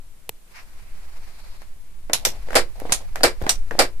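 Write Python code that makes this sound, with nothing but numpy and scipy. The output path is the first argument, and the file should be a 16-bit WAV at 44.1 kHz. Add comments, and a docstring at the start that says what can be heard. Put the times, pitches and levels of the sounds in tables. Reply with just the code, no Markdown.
"""The plastic ratchet buckle of a foot strap, tightened by hand, close up in a small room.
Swinging the lever back clicks its pawl. Pushing it takes up slack with dull knocks and drags the
toothed strap on, creaking, until the catch snaps over a tooth and thumps the board. Underneath,
a sleeve rustles over soft hiss, and a hand-held camera rumbles and gives two dry ticks."""
import sys
import numpy as np
from scipy import signal
from scipy.fft import rfft, irfft
from scipy.io import wavfile
from scipy.ndimage import uniform_filter1d

SR = 44100
rng = np.random.default_rng(int(sys.argv[2]) if len(sys.argv) > 2 else 0)


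def dump(signal):
    """Clip the signal to [-1, 1] and save it as 16-bit WAV at the path in sys.argv[1]."""
    limited = np.clip(np.atleast_2d(signal).T, -1, 1)
    pcm = np.round(limited * 32767).astype(np.int16)
    wavfile.write(sys.argv[1], SR, pcm)


N = 176400

# The room's short decay. Each row: frequency in Hz, nominal seconds to fall 60 dB.
ROOM_DECAY = [(250, 0.26), (700, 0.14), (2000, .16), (9000, 0.14)]
# Stereo width, narrow in the bass. Each row: frequency in Hz, left-right correlation.
STEREO_LIKENESS = [(100, 0.85), (300, 0.86), (650, 0.64), (1200, 0), (12000, -0.0456)]
# Where the buckle sits in the image. Each row: frequency in Hz, left minus right in dB.
BUCKLE_PAN = [(100, -0.5), (700, -1.5), (1300, 3), (2400, -0.5), (4400, -0.5), (8100, -6)]

# Tone of the hiss, the rumble and the cloth. Each row: frequency in Hz, relative level in dB.
HISS_TONE = [(120, 0), (500, -7.5), (1100, -9), (2200, -10), (5500, -14.5), (9000, -10.5), (14000, -14)]
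RUMBLE_TONE = [(8, -0.5), (15, -8.5), (30, -18.5), (60, -28), (120, -40), (220, -49.5), (600, -77)]
SLEEVE_TONE = [(150, -10), (950, 1), (1500, -2), (2300, -0.5), (3300, -10.5), (4600, -5.5), (6200, -10.5),
               (14000, -14.5)]
SWISH_TONE = [(300, -37), (750, -2.5), (2200, 4), (3500, -10), (5200, -4.5), (8000, -18)]
# Fader rides for rumble and sleeve. Each row: time in seconds, relative level in dB.
RUMBLE_RIDE = [(0, -52.5), (.42, -60), (.9, -47), (1.85, -50.5), (2.5, -40), (3.42, -42.5), (3.6, -37),
               (4, -43.5)]
SLEEVE_RIDE = [(.42, -80), (.5, -59), (1.25, -52), (1.62, -53.5), (1.75, -65.5), (2, -62.5), (2.35, -50.5),
               (2.75, -56), (3.35, -52.5), (4, -59)]
# The sleeve slides as the arm reaches in. Each row: peak time and half-length in seconds,
# level in dB, band centre in Hz.
SLEEVE_SLIDES = [(.87, 0.078, -62.5, 2280), (1.47, 0.16, -60, 4280)]
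# One quick swish of cloth: peak time and half-length in seconds, level in dB.
CLOTH_SWISH = (0.58, 0.034, -43)

# EQ curves for the camera's and the buckle's hits. Each row: frequency in Hz, relative gain in dB.
TICK_EQ = [(250, -21), (450, 3), (850, -1.5), (1400, -9.5), (2500, -1.5), (4200, -6), (7000, -8),
           (13000, -4)]
THUMP_EQ = [(20, -9), (55, -2.5), (120, -7), (250, -26), (700, -48), (2000, -76)]
CREAK_EQ = [(100, -10.5), (300, -8), (760, 4), (1200, -15.5), (4000, -16.5), (14000, -30.5)]
KNOCK_EQ = [(80, -15.5), (250, -4.5), (650, -1.5), (1100, -8.5), (1800, -7.5), (3500, -26.5),
            (14000, -39.5)]
CLICK_EQ = [(100, -10), (330, -14), (700, -1), (1500, -5), (3500, -1.5), (6000, -0.5), (10000, -0.5),
            (14000, -11.5)]
SNAP_EQ = [(100, -18), (200, -19.5), (480, -3), (690, -3.5), (950, -7), (1900, -7), (3300, -14.5),
           (4800, -7.5), (6200, -19.5), (8200, -14.5), (11000, -24), (14000, -26.5)]

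# Ticks at the camera. Each row: start in seconds, tick gain in dB, thump gain in dB.
CAMERA_TICKS = [(0.2933, 4, -33.5), (3.4232, -16.5, -20)]
# The strap under load. Each row: start and end in seconds, relative level it builds to in dB.
STRAP_CREAKS = [(2.148, 2.257, -4.5), (2.305, 2.37, -3.5), (2.465, 2.55, 7.5), (2.737, 2.823, -2),
                (2.844, 2.924, 11), (2.982, 3.031, 0.5), (3.15, 3.243, 4.5), (3.399, 3.505, 9),
                (3.71, 3.8, 1)]
# Lever and strap taking up slack. Each row: start in seconds, relative level in dB,
# tilt in dB per octave, the lever's note in Hz.
SLACK_KNOCKS = [(1.618, -18, 3.5, 2070), (2.097, 2.5, -1.5, 637), (2.268, 1, -5, 527),
                (2.486, -7, -0.5, 494), (2.506, -3.5, 1, 1440), (2.531, -3, 2.5, 1620),
                (2.545, -1, 2.5, 515), (2.800, -18.5, 7, 854), (2.818, -7, -7.5, 530), (2.853, -4, -5, 524),
                (2.895, -0.5, -0.5, 1140), (3.1578, 0.5, 4, 1660), (3.208, -3, 0, 640),
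                (3.416, -3, -1.5, 660), (3.438, -4, -5, 487), (3.4658, 7.5, -.5, 780),
                (3.7098, 4.5, 0, 1680), (3.752, -8, -2.5, 667), (3.784, 0, -7, 1840)]
# Light clicks of the pawl. Each row: start in seconds, relative level in dB, lower resonance in Hz,
# its boost in dB, upper resonance in Hz, its boost in dB, notch in Hz.
PAWL_CLICKS = [(2.1325, -5, 3880, 6.5, 9900, 4.5, 8600), (2.2510, -4.5, 5540, 6, 12630, 10, 9550),
               (2.922, -4, 6550, 5, 11000, 3.5, 12050), (3.4927, -4, 5770, 6.5, 8240, 5, 10260)]
# What a snap sets ringing in board and buckle. Each row: pitch in Hz, relative level in dB,
# seconds to fall 60 dB.
BOARD_MODES = [(268.6, 0, 0.09), (360.4, -5, 0.2), (484.6, 5, 0.14), (541.6, 1.5, 0.15),
               (619.4, 8.5, 0.089), (667.6, 6, 0.087), (796, 8.5, 0.063), (1006, -18, 0.28),
               (1218, -27, 0.11), (1397, 1.5, 0.081), (1620, -6, 0.17), (2065, -4, 0.14), (2330, -1, 0.15)]
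# Heavy snaps of the catch. Each row: start in seconds, relative level in dB, delay of the second hit
# in seconds, its offset in dB, ping pitch in Hz, its relative level in dB.
CATCH_SNAPS = [(2.554, -4, 0.0049, 0.5, 4570, -20), (3.2334, -3, 0.0044, -0.5, 4755, 4),
               (3.7907, -4, .0038, 1, 4820, 2.5)]


def amp(db):
    """Decibels to gain."""
    return 10 ** (np.asarray(db) / 20)


def unit_rms(x):
    """Scales to rms 1."""
    return x / np.sqrt(np.mean(x ** 2) + 1e-20)


def curve(points, hz):
    """Reads a table on a log-frequency axis."""
    f, value = np.transpose(points)
    return np.interp(np.log(hz + 1), np.log(f + 1), value)


def fader(points):
    """Gain over time from (seconds, dB) points."""
    return amp(np.interp(np.arange(N) / SR, *np.transpose(points)))


def bell(hz, centre_hz, width_hz):
    """Shape of one resonance, 1 at its centre."""
    return 1 / (1 + ((hz - centre_hz) / width_hz) ** 2)


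def stereo_noise(size):
    """White noise, partly shared by left and right."""
    shared, own = rfft(rng.standard_normal((2, size)))
    likeness = np.clip(curve(STEREO_LIKENESS, np.fft.rfftfreq(size, 1 / SR)), -1, 1)
    return irfft(np.array([shared, likeness * shared + np.sqrt(1 - likeness ** 2) * own]), size)


def noise_bed(tone):
    """Steady stereo noise with the given tone."""
    gain = amp(curve(tone, np.fft.rfftfreq(N, 1 / SR)))
    return unit_rms(irfft(rfft(stereo_noise(N)) * gain, N))


def eq(x, points, extra_db=lambda hz: 0, size=4096):
    """Minimum-phase EQ that also pans each band to the buckle's place."""
    hz = abs(np.fft.fftfreq(size, 1 / SR))
    pan_db = np.outer([.5, -.5], curve(BUCKLE_PAN, hz))
    gain = unit_rms(amp(curve(points, hz))) * amp(extra_db(hz) + pan_db)
    log_response = np.conj(signal.hilbert(np.log(gain + 1e-7)))
    taps = np.fft.ifft(np.exp(log_response)).real
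    return signal.fftconvolve(x, taps[:, :size // 2], axes=1)[:, :x.shape[1]]


def strike(crack_s, tail_db, impact_db=-20, hold_s=0.0038, rise_s=0.00045, impact_s=0.00085, size=12000):
    """A hard impact, a crack of plastic, then rattling reflections that hold and die band by band."""
    t = np.arange(size) / SR
    hz, frame_s, bands = signal.stft(stereo_noise(size), SR, nperseg=128)
    age = np.hypot(frame_s, hold_s) - hold_s
    t60 = 0.9 * curve(ROOM_DECAY, hz)[:, None]
    tail = signal.istft(bands * amp(-60 * age / t60), SR, nperseg=128)[1][:, :size]
    crack = np.exp(-t / crack_s)
    rattle_db = 2 * unit_rms(uniform_filter1d(rng.standard_normal(size), size=60))
    impact = amp(impact_db) * stereo_noise(size) * np.exp(-t / impact_s)
    body = stereo_noise(size) * crack + amp(tail_db) * tail * np.sqrt(1 - crack ** 2)
    return impact + (1 - np.exp(-t / rise_s)) * unit_rms(amp(rattle_db)) * body


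def ring(hz, t60, rise_s=0.00056):
    """One dying resonance, reaching left and right out of step."""
    t = np.arange(SR // 3) / SR
    spread = np.arccos(np.clip(curve(STEREO_LIKENESS, hz), -1, 1))
    offset = spread * np.array([[0], [rng.choice([-1, 1])]])
    tone = np.sin(2 * np.pi * (hz * t + rng.random()) + offset)
    return tone * (1 - np.exp(-t / rise_s)) * amp(-60 * t / t60)


def place(mix, start, sound):
    """Mixes a stereo sound in at start seconds."""
    part = mix[:, round(start * SR):][:, :sound.shape[1]]
    part += sound[:, :part.shape[1]]


def hiss(level_db=-56.5):
    """A faint, even hiss under everything."""
    return amp(level_db) * noise_bed(HISS_TONE)


def camera_rumble(gain_db=17):
    """Deep handling noise of the hand-held camera."""
    return amp(gain_db) * fader(RUMBLE_RIDE) * noise_bed(RUMBLE_TONE)


def cloth_stroke(peak_s, half_s, db):
    """Swell and fade of one stroke of cloth."""
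    return amp(db) / (1 + abs((np.arange(N) / SR - peak_s) / half_s) ** 5)


def sleeve(scuff_db=2, scuff_hz=29.6, slide_width_hz=600):
    """Cloth scuffs unevenly as the arm moves: two slides, a soft rustle and a quick swish."""
    hz = np.fft.rfftfreq(N, 1 / SR)
    flutter = lambda: amp(scuff_db * unit_rms(irfft(rfft(rng.standard_normal(N)) * (hz < scuff_hz), N)))
    slides = 0
    for peak_s, half_s, db, centre_hz in SLEEVE_SLIDES:
        envelope = cloth_stroke(peak_s, half_s, db) * flutter()
        band = irfft(rfft(stereo_noise(N)) * bell(hz, centre_hz, slide_width_hz), N)
        slides += envelope * unit_rms(band)
    rustle = fader(SLEEVE_RIDE) * flutter() * noise_bed(SLEEVE_TONE)
    swish = cloth_stroke(*CLOTH_SWISH) * noise_bed(SWISH_TONE)
    return slides + rustle + swish


def camera_ticks(thump_s=0.0068, rattle_s=0.0019, rattle_db=-24, size=4096):
    """Dry ticks right at the camera, with a low thump through its case."""
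    out, t = np.zeros((2, N)), np.arange(size) / SR
    centred = lambda hz: np.outer([-.5, .5], curve(BUCKLE_PAN, hz))  # cancels the pan in eq()
    for start, db, thump_db in CAMERA_TICKS:
        tick = (t == 0) + amp(rattle_db) * stereo_noise(size) * np.exp(-t / rattle_s)
        thump = stereo_noise(size) * np.exp(-t / thump_s)
        place(out, start, amp(db) * eq(tick, TICK_EQ, centred))
        place(out, start, amp(thump_db) * eq(thump, THUMP_EQ, centred))
    return out


def strap_creaks(slips_per_s=450, spread_db=4, gain_db=-40, build_db=8, fade_s=0.0081, variants=8):
    """The strap sticks and slips in tiny uneven steps, louder as the load builds."""
    t = np.arange(N) / SR
    slipping = rng.random(N) < slips_per_s / SR
    strength = amp(spread_db * np.minimum(rng.exponential(1, N), 3))
    slips = unit_rms(slipping * strength * rng.choice([-1, 1], N))
    load, creak = 0, 0
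    for start, end, db in STRAP_CREAKS:
        remaining = np.clip((end - t) / (end - start), 0, 1)
        gate = np.clip(np.minimum(t - start, end - t) / fade_s, 0, 1)
        load += amp(db - build_db * remaining) * gate
    variant = rng.integers(0, variants, N)  # each slip fires one of a few tiny cracks
    for k in range(variants):
        crack = strike(crack_s=0.00035, tail_db=-19.5)
        triggers = slips * load * (variant == k)
        creak += signal.fftconvolve(triggers[None], crack / np.linalg.norm(crack[0]), axes=1)[:, :N]
    return amp(gain_db) * eq(creak, CREAK_EQ)


def slack_knocks(gain_db=-19, ring_cycles=18):
    """Dull knocks of the strap ring the lever at a note set by the grip; hard knocks ring more."""
    out = np.zeros((2, N))
    for start, db, tilt, note_hz in SLACK_KNOCKS:
        tilt_db = lambda hz: tilt * np.log2(np.maximum(hz, 400) / 700)
        knock = eq(strike(crack_s=0.002, tail_db=-16.5, impact_db=-3.5), KNOCK_EQ, tilt_db)
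        lever = amp(-3 + .5 * max(db, 0)) * ring(note_hz, ring_cycles / note_hz)
        for layer in knock, lever:
            place(out, start, amp(db + gain_db) * layer)
    return out


def pawl_clicks(gain_db=-3.5, width_hz=380, ripple_db=-2, notch_db=-11):
    """Bright clicks; the grip shifts the lever's small treble resonances, boosts two and mutes one."""
    out, ripple_hz = np.zeros((2, N)), np.linspace(1500, SR / 2, num=120)
    for start, db, low_hz, low_db, high_hz, high_db, notch_hz in PAWL_CLICKS:
        ripple = ripple_db * np.sin(2 * np.pi * rng.random(len(ripple_hz)))
        grip_db = lambda hz: (low_db * bell(hz, low_hz, width_hz)
                              + high_db * bell(hz, high_hz, width_hz)
                              + notch_db * bell(hz, notch_hz, width_hz)
                              + np.interp(hz, ripple_hz, ripple, left=0))
        click = strike(crack_s=0.0051, tail_db=-8.5, impact_db=2, hold_s=0.0068)
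        place(out, start, amp(db + gain_db) * eq(click, CLICK_EQ, grip_db))
    return out


def catch_snaps(crack_db=-7, body_db=-11, ping_gain_db=-4, ping_split=0.066, board_db=-12.5):
    """The catch drops over a tooth and pings, the strap slams back against it, and the board rings."""
    out = np.zeros((2, N))
    for start, db, delay, second_db, ping_hz, ping_db in CATCH_SNAPS:
        for at, hit_db in (start, db), (start + delay, db + second_db):
            crack = eq(strike(crack_s=0.0007, tail_db=-11.5, impact_db=5), CLICK_EQ)
            body = eq(strike(crack_s=0.005, tail_db=3.5, hold_s=0.0088), SNAP_EQ)
            place(out, at, amp(hit_db + crack_db) * crack + amp(hit_db + body_db) * body)
        for hz in ping_hz * (1 - ping_split / 2), ping_hz * (1 + ping_split / 2):
            place(out, start, amp(db + ping_db + ping_gain_db) * ring(hz, t60=0.028))
        for hz, mode_db, t60 in BOARD_MODES:
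            place(out, start, amp(db + mode_db + board_db) * ring(hz, t60, rise_s=0.0045))
    return out


def scene():
    """The buckle up front; camera, sleeve and hiss behind it."""
    buckle = pawl_clicks() + catch_snaps() + slack_knocks() + strap_creaks()
    return buckle + camera_ticks() + sleeve() + hiss() + camera_rumble()


def record(dry, limit_db=-5, release_db_per_s=600, ceiling=.88, cutoff_hz=14500):
    """A fast limiter holds the snaps, peaks saturate, and a low-pass trims the top."""
    power_db = 10 * np.log10(abs(uniform_filter1d((dry ** 2).mean(0), size=100)) + 1e-12)
    release = np.arange(N) * release_db_per_s / SR
    held_db = np.maximum.accumulate(power_db + release) - release
    reduction_db = uniform_filter1d(np.maximum(held_db - limit_db, 0), size=40)
    saturated = ceiling * np.tanh(dry / ceiling / amp(reduction_db))
    lowpass = signal.firwin(201, cutoff_hz, window=("kaiser", 8), fs=SR)
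    return signal.oaconvolve(saturated, lowpass[None], "same")


dry = scene()
out = record(dry)
dump(out)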